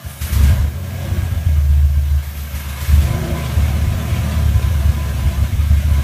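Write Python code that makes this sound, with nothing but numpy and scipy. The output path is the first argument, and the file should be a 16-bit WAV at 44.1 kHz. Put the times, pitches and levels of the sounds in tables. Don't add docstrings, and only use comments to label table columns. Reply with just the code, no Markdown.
import sys
import numpy as np
from scipy import signal
from scipy.fft import rfft, irfft, next_fast_len
from scipy.io import wavfile
from scipy.ndimage import uniform_filter1d

SR = 44100
rng = np.random.default_rng(int(sys.argv[2]) if len(sys.argv) > 2 else 0)


def wav_record(signal):
    frames = np.transpose(np.atleast_2d(signal))
    bounded = np.clip(frames, -1, 1)
    quanta = np.round(bounded * 32767).astype(np.int16)
    wavfile.write(sys.argv[1], SR, quanta)


N = 265923
TIME = np.arange(N) / SR

# (time [s], speed [turns/s])
CRANK_SPEED = [(0, 13.7), (.3, 22.8), (.55, 23.6), (.78, 19.5), (1.12, 20.3), (1.35, 19), (1.62, 16),
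               (2.15, 16.2), (2.75, 15.8), (3, 23), (3.15, 28.5), (3.35, 29.2), (3.6, 24), (4.2, 25.8),
               (4.55, 23), (4.9, 23.6), (5.55, 22), (6.03, 23.2)]
# (time [s], exhaust rasp [dB], valve clatter [dB])
WORKLOAD = [(0, -49.5, -44.5), (.07, -42.5, -41), (.17, -48.5, -43.5), (.24, -42.5, -38), (.5, -34, -34),
            (.74, -41.5, -45), (1.07, -37, -38.5), (1.85, -46.5, -44.5), (2.3, -47, -42),
            (2.9, -41.5, -34.5), (3.05, -33.5, -36), (3.35, -30.5, -37), (3.45, -34.5, -34),
            (3.88, -35.5, -37), (4.28, -34, -34.5), (4.5, -37.5, -37), (5.4, -38, -37.5), (5.6, -44, -39),
            (6.03, -37.5, -36.5)]
# (time [s], firing note against the drone [dB], hum against the firings [dB])
EVENNESS = [(0, -20, -22.5), (.65, -13.5, -23.5), (.85, 13, -37), (1.1, 1, -39), (1.4, -3, -25),
            (1.62, 5, -14), (2.12, 6, -16.5), (2.3, -7, -28), (2.78, -6, -34), (2.95, -18, -17),
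            (3.15, -2, -14), (3.38, 2, -12.5), (3.6, -13, -25), (4.5, -8.5, -26), (6.03, -14, -25)]
# (strength [dB], travel time from the exhaust stub [s])
CYLINDERS = [(3.5, 0.00023), (-2, .0052), (1.5, .0068), (-0.5, .0021), (1, .0008), (2, .0061), (1.5, .0034),
             (2, 0.00033), (-3, .0047)]
# (frequency [Hz], time to fall 60 dB [s])
CELL_T60 = [(100, 0.75), (500, 0.5), (2000, 0.37), (6000, 0.24), (15000, 0.22)]
# (multiple of crank speed [x], level [dB])
HUM_PARTIALS = [(4.5, 0.5), (5.5, 4), (6, -2), (8, 3), (9, -2), (10, -4.5)]
# (frequency [Hz], width [Hz], gain [dB])
BARK_MODES = [(120, 14, -16), (130.7, 17, 6), (155.6, 8.2, -0.5), (192, 16.6, -2.5), (226, 12.3, -7),
              (258, 19, -19)]
# (frequency [Hz], gain [dB])
RASP_EQ = [(230, -23), (290, -13), (320, 2), (348, 4), (385, -6.5), (425, 0), (480, -6), (545, 2),
           (600, -1), (660, 3.5), (755, -1.5), (840, -11), (1000, -8), (1300, -11)]
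# (frequency [Hz], gain [dB])
CLATTER_EQ = [(700, -5.5), (950, -1.5), (1210, 0), (1320, -3), (1450, -3), (1630, -1), (1900, -5),
              (2170, -2), (2500, -3.5), (3000, -4), (3700, -6), (4500, -11.5), (6500, -15)]
# (frequency [Hz], width [Hz], gain [dB])
HEAD_MODES = [(1240, 27, -10.5), (1593, 39, -3), (1694, 37, -5.5), (2184, 88, -8)]
# (frequency [Hz], gain [dB])
PORT_HISS_EQ = [(2500, -2), (4200, -3.5), (5100, -3), (5800, 0.5), (6500, 0), (7200, -2), (8000, -3),
                (10000, -3.5), (11700, -4.5), (13000, 0.5), (15300, -14)]
STEADY_HISS_EQ = [(5000, -4), (9000, -24), (11800, 0), (13300, -11), (14200, 5), (14600, 1), (15300, -1)]
# (time [s], pitch [Hz], relative level [dB])
AIR_SHOTS = [
    [(0, 9300, -67), (.06, 9400, -54), (.09, 10400, -47), (.19, 10700, -47), (.22, 12100, -40),
     (.29, 12300, -37.5), (.35, 12900, -40), (.45, 13200, -46), (.6, 12900, -52)],
    [(2.05, 13600, -60), (2.24, 13240, -54), (2.33, 12800, -47), (2.48, 12400, -47), (2.6, 11900, -44.5),
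     (2.75, 11280, -50), (2.83, 12600, -43), (2.95, 12930, -46), (3.05, 12700, -60)],
]
# (frequency [Hz], width [Hz], gain [dB])
PIPE_MODES = [(9100, 130, 5), (12100, 70, -1), (13000, 77, -4), (13123, 50, -1), (13426, 35, 4)]
# (frequency [Hz], width [Hz], gain [dB])
BOOM_MODES = [(73, 3.5, 0), (83.5, 6.2, -16.5), (46.8, 23, -23)]
# (start [s], length [s], level [dB])
VOLLEYS = [(.04, 0.026, -25.5), (.195, 0.051, -21), (.305, 0.089, -15), (.385, 0.14, -10.5),
           (.57, 0.077, -16.5), (.72, 0.1, -27), (1.08, 0.36, -22.5), (1.44, 0.26, -13.5), (1.68, .19, -11),
           (1.88, 0.076, -15.5), (1.95, 0.046, -12.5), (2.0, .09, -17), (2.09, 0.088, -13),
           (2.25, .04, -24), (2.35, 0.089, -25), (2.52, 0.043, -21.5), (2.64, 0.082, -26), (2.8, 0.03, -22),
           (2.87, 0.048, -12), (2.905, 0.091, -9.5), (3.555, 0.091, -14), (3.66, 0.22, -18.5),
           (4.11, 0.22, -22.5), (4.34, 0.24, -15.5), (4.62, .19, -15.5), (4.84, 0.059, -13),
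           (4.93, 0.3, -21), (5.22, 0.065, -14), (5.36, .08, -14.5), (5.5, 0.064, -16.5), (5.56, .12, -15),
           (5.685, .1, -12), (5.83, .17, -13.5)]
# (start [s], level [dB], decay [s])
SPURTS = [(.065, -42, 0.09), (.208, -28, .07), (.32, -29, .07), (.425, -32, 0.07), (2.22, -39.5, .08),
          (2.365, -38, .08), (2.545, -34, 0.079), (2.685, -36, 0.034), (2.8, -33, 0.19), (2.945, -39, .025),
          (3.01, -36.5, 0.097)]
# (frequency [Hz], gain [dB])
SPURT_EQ = [(1000, 5), (2500, 2), (4200, -0.5), (6000, -0.5), (9000, -1.5), (13000, -2), (15300, -7)]
# (time [s], relative peak [dB])
BANGS = [(.07, -21), (.248, -17), (0.368, -6.5), (0.44, -3), (.52, -6), (0.604, -5), (0.644, -7.5),
         (.684, -10), (1.122, -9), (1.191, -8), (1.234, -10), (1.326, -11), (1.373, -8.5), (1.472, -6),
         (1.588, -6), (1.849, -5), (1.974, -12.5), (2.941, -6), (2.997, -5), (3.052, -6.5), (3.109, -10),
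         (3.149, -8.5), (3.219, -11), (3.327, -9.5), (3.576, -5.5), (3.631, -8), (3.752, -12), (3.832, -9),
         (3.878, -5.5), (3.917, -10), (3.958, -9.5), (4.129, -7), (4.209, -11), (4.409, -15), (4.465, -6),
         (4.493, -7), (4.563, -2), (4.647, -9), (4.855, -4), (4.895, -4.5), (5.275, -7), (5.428, -7),
         (5.6, -7), (5.71, -4), (5.736, -4), (5.924, -5.5)]
# (peak time [s], pitch [Hz], half-length [s], level [dB])
SHEET_NOTES = [(.5, 1600, 0.073, -49), (1.055, 557.4, 0.051, -34.5), (1.143, 341, 0.12, -37),
               (1.252, 1640, 0.45, -45), (3.21, 349.3, 0.15, -31.5), (3.328, 553.8, 0.044, -34),
               (3.361, 698, .05, -37), (4.275, 1205, 0.055, -38), (5.271, 350.2, .13, -41)]
# (start [s], length [s], level [dB])
PANEL_FITS = [(2.73, 0.14, -43.5), (3.06, 0.11, -38), (3.23, .06, -41), (3.33, .11, -36), (3.5, .36, -46.5),
              (4.0, .2, -43.5), (4.29, 0.1, -41.5), (4.54, .15, -40), (4.94, 0.12, -40.5),
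              (5.17, 0.079, -40.5), (5.3, 0.12, -43.5), (5.86, .17, -45)]

IDLE_RASP_DB, IDLE_CLATTER_DB = -39, -38
BOOM_DB, BOOM_SLOPE = -25, 0.61
BARK_DB, BARK_SLOPE = -29, 1.07
HISS_DB, HISS_SLOPE = -42, 0.63
BARK_IN_VOLLEY_DB = -14
CATCH_S = 0.36


def gain_of(db):
    return 10 ** (np.asarray(db) / 20)


def unit_rms(x):
    return x / np.sqrt(np.mean(x ** 2) + 1e-20)


def running_power(x, size):
    return abs(uniform_filter1d(uniform_filter1d(x ** 2, size), size))


def levelled(x, seconds):
    return x / np.sqrt(running_power(x, int(seconds * SR)) + 1e-12)


def curves(rows):
    times, *columns = np.transpose(rows)
    return [np.interp(TIME, times, column) for column in columns]


def fits(rows, attack_s, release_s):
    power = np.zeros(N)
    for start, length, db in rows:
        rise = np.clip((TIME - start) / attack_s, 0, 1)
        fall = np.exp(-np.clip((TIME - start - length) / release_s, 0, 20))
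        power += (gain_of(db) * rise * fall) ** 2
    return np.sqrt(power)


def value_at(points, hz):
    freqs, values = np.transpose(points)
    return np.interp(np.log(hz + 1), np.log(freqs + 1), values)


def coloured(x, eq):
    size = next_fast_len(N + 4096, True)
    hz = np.fft.rfftfreq(size, 1 / SR)
    low_cut = 1 / (1 + (eq[0][0] / (hz + 1)) ** 4)
    high_cut = 1 / (1 + (hz / eq[-1][0] / 2) ** 4)
    spectrum = rfft(x, size) * gain_of(value_at(eq, hz)) * low_cut * high_cut
    return unit_rms(irfft(spectrum, size)[:N])


def resonate(x, hz, width_hz):
    carrier = np.exp(2j * np.pi * np.cumsum(hz * np.ones(N)) / SR)
    pole = np.exp(-np.pi * width_hz / SR)
    for _ in range(2):
        x = 2 * (carrier * signal.lfilter([1 - pole], [1, -pole], x / carrier + 1e-18)).real
    return x


def ring(x, modes, band_hz):
    body = sum(gain_of(db) * signal.lfilter(*signal.iirpeak(hz, hz / width, SR), x)
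               for hz, width, db in modes)
    return signal.sosfilt(signal.butter(3, band_hz, "band", fs=SR, output="sos"), body)


def strokes(turns, scatter_db, jitter_s):
    onsets = np.flatnonzero(np.diff(np.floor(turns * len(CYLINDERS) / 2), prepend=-1))
    strength, lag = rng.standard_normal((len(onsets), 2)).T
    db, travel_s = np.resize(CYLINDERS, (len(onsets), 2)).T
    arrivals = onsets + ((travel_s + lag * jitter_s) * SR).astype(int)
    pulses = np.zeros(N)
    pulses[np.clip(arrivals, 0, N - 1)] = gain_of(db + scatter_db * strength)
    return pulses


def puffs(pulses, decay_s, flow):
    gate = unit_rms(signal.lfilter([1], [1, -np.exp(-1 / (decay_s * SR))], pulses))
    return unit_rms((flow + gate) * rng.standard_normal(N))


def cell_reverb(x, wet_db, tail_count=4):
    hz, t, noise = signal.stft(rng.standard_normal((tail_count, SR // 2)), SR, nperseg=256)
    decay = gain_of(-60 * t / value_at(CELL_T60, hz)[:, None])
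    tails = signal.istft(noise * decay, SR, nperseg=256)[1]
    churn_hz = np.linspace(2.3, 7.9, tail_count)[:, None]
    sends = np.cos(2 * np.pi * (churn_hz * TIME + rng.random((tail_count, 1))))
    sends /= np.sqrt((sends ** 2).sum(0) + .1)
    echoes = signal.fftconvolve(x * sends, tails / np.linalg.norm(tails[0]), axes=1).sum(0)[:N]
    return unit_rms(x + gain_of(wet_db) * echoes)


def exhaust(turns, firings, hum_db, bark_db, rasp_db):
    hum = sum(gain_of(db) * np.sin(2 * np.pi * (k * turns + rng.random())) for k, db in HUM_PARTIALS)
    drive = unit_rms(firings) + gain_of(hum_db) * unit_rms(hum)
    bark = levelled(ring(drive, BARK_MODES, band_hz=(104, 245)), seconds=0.064)
    gas = 0.61 * unit_rms(firings) + puffs(firings, decay_s=0.0036, flow=0.16)
    rasp = levelled(coloured(cell_reverb(gas, wet_db=4.5), RASP_EQ), seconds=0.1)
    return bark * gain_of(bark_db) + rasp * gain_of(rasp_db + 0.4)


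def valve_gear(turns, clatter_db):
    clicks = strokes(turns, scatter_db=2.5, jitter_s=.0002)
    taps = 0.17 * unit_rms(clicks) + puffs(clicks, decay_s=0.0055, flow=0.38)
    rattle = coloured(cell_reverb(taps, wet_db=8.5), CLATTER_EQ)
    clatter = rattle + ring(rattle, HEAD_MODES, band_hz=(400, 6000))
    return levelled(clatter, seconds=0.31) * gain_of(clatter_db + 0.99)


def port_hiss(turns, hiss_db, steady_db=-45):
    spit = puffs(strokes(turns, scatter_db=1, jitter_s=0.00052), decay_s=0.0087, flow=6.4)
    steady = gain_of(steady_db) * coloured(rng.standard_normal(N), STEADY_HISS_EQ)
    return coloured(cell_reverb(spit, wet_db=6.5), PORT_HISS_EQ) * gain_of(hiss_db) + steady


def starting_air(shot, width_hz):
    hz, db = curves(shot)
    jet = resonate(rng.standard_normal(N), hz, width_hz)
    whistle = jet + ring(jet, PIPE_MODES, band_hz=(8000, 15000))
    flutter_db = 1.6 * unit_rms(uniform_filter1d(rng.standard_normal(N), size=900))
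    valve_open = (TIME >= shot[0][0]) & (TIME < shot[-1][0])
    return unit_rms(whistle) * gain_of(db + flutter_db + 3.5) * valve_open


def cell_boom(turns, firings, note_db, level, rumble_db=-3):
    standing_wave = levelled(resonate(firings, hz=73.12, width_hz=4.85), seconds=0.046)
    rumble = levelled(ring(firings, BOOM_MODES, band_hz=(39.6, 133)), seconds=0.094)
    drone = levelled(standing_wave + gain_of(rumble_db) * rumble, seconds=0.11)
    firing_note = np.sqrt(2) * np.sin(np.pi * len(CYLINDERS) * turns) * gain_of(note_db)
    bed = (drone + firing_note) / np.hypot(1, gain_of(note_db)) * level
    thumps = bangs(hz=81.7, half_length_s=0.0097, trim_db=-2.5)
    power = level ** 2 + running_power(thumps, size=1100)
    return levelled(bed + thumps, seconds=.035) * np.sqrt(power)


def air_spurts(attack_s=.012):
    envelope = np.zeros(N)
    for start, db, decay_s in SPURTS:
        rise = np.clip((TIME - start) / attack_s, 0, 1)
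        envelope += gain_of(db) * rise * np.exp(-abs(TIME - start) / decay_s)
    return envelope * coloured(rng.standard_normal(N), SPURT_EQ)


def bangs(hz, half_length_s, trim_db):
    out = np.zeros(N)
    t = np.arange(-SR // 30, SR // 30) / SR
    thump = -np.cos(2 * np.pi * hz * t) * np.exp(-(t / half_length_s) ** 2)
    for peak_s, db in BANGS:
        start = max(round(peak_s * SR) - len(t) // 2, 0)
        out[start:start + len(t)] += gain_of(db + trim_db) * thump[:N - start]
    return out


def sheet_metal(waver_hz):
    out = np.zeros(N)
    for peak_s, hz, half_length_s, db in SHEET_NOTES:
        waver = np.interp(TIME, np.linspace(0, TIME[-1], num=400), rng.standard_normal(400))
        note = np.sin(2 * np.pi * np.cumsum(hz + waver_hz * waver) / SR)
        out += note * gain_of(db) * np.exp(-((TIME - peak_s) / half_length_s) ** 2)
    return out


def loose_panel(hz, width_hz):
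    song = levelled(resonate(rng.standard_normal(N), hz, width_hz), seconds=0.038)
    return song * fits(PANEL_FITS, attack_s=0.028, release_s=0.039)


def scene():
    turns = np.cumsum(curves(CRANK_SPEED)[0]) / SR
    rasp_db, clatter_db = curves(WORKLOAD)
    note_db, hum_db = curves(EVENNESS)
    effort_db = rasp_db - IDLE_RASP_DB
    steady_boom = gain_of(BOOM_DB + BOOM_SLOPE * effort_db) * np.minimum(TIME / CATCH_S, 1)
    steady_bark = gain_of(BARK_DB + BARK_SLOPE * effort_db)
    volleys = fits(VOLLEYS, attack_s=.025, release_s=0.033)
    bark_db = 20 * np.log10(np.hypot(steady_bark, gain_of(BARK_IN_VOLLEY_DB) * volleys))
    hiss_db = HISS_DB + HISS_SLOPE * (clatter_db - IDLE_CLATTER_DB)
    firings = strokes(turns, scatter_db=2.5, jitter_s=.0013)
    engine = cell_boom(turns, firings, note_db, level=np.hypot(volleys, steady_boom))
    engine += exhaust(turns, firings, hum_db, bark_db, rasp_db)
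    engine += valve_gear(turns, clatter_db)
    air = port_hiss(turns, hiss_db)
    air += starting_air(AIR_SHOTS[0], width_hz=5000) + starting_air(AIR_SHOTS[1], width_hz=1050)
    air += air_spurts()
    metal = loose_panel(hz=1011, width_hz=16.3) + sheet_metal(waver_hz=12.2)
    return (engine + air + metal)[None]


def record(dry, cutoff_hz=15350):
    high_cut = signal.firwin(801, cutoff_hz, window=("kaiser", 9), fs=SR)
    return signal.oaconvolve(dry, high_cut[None], "same")


dry = scene()
out = record(dry)
wav_record(out)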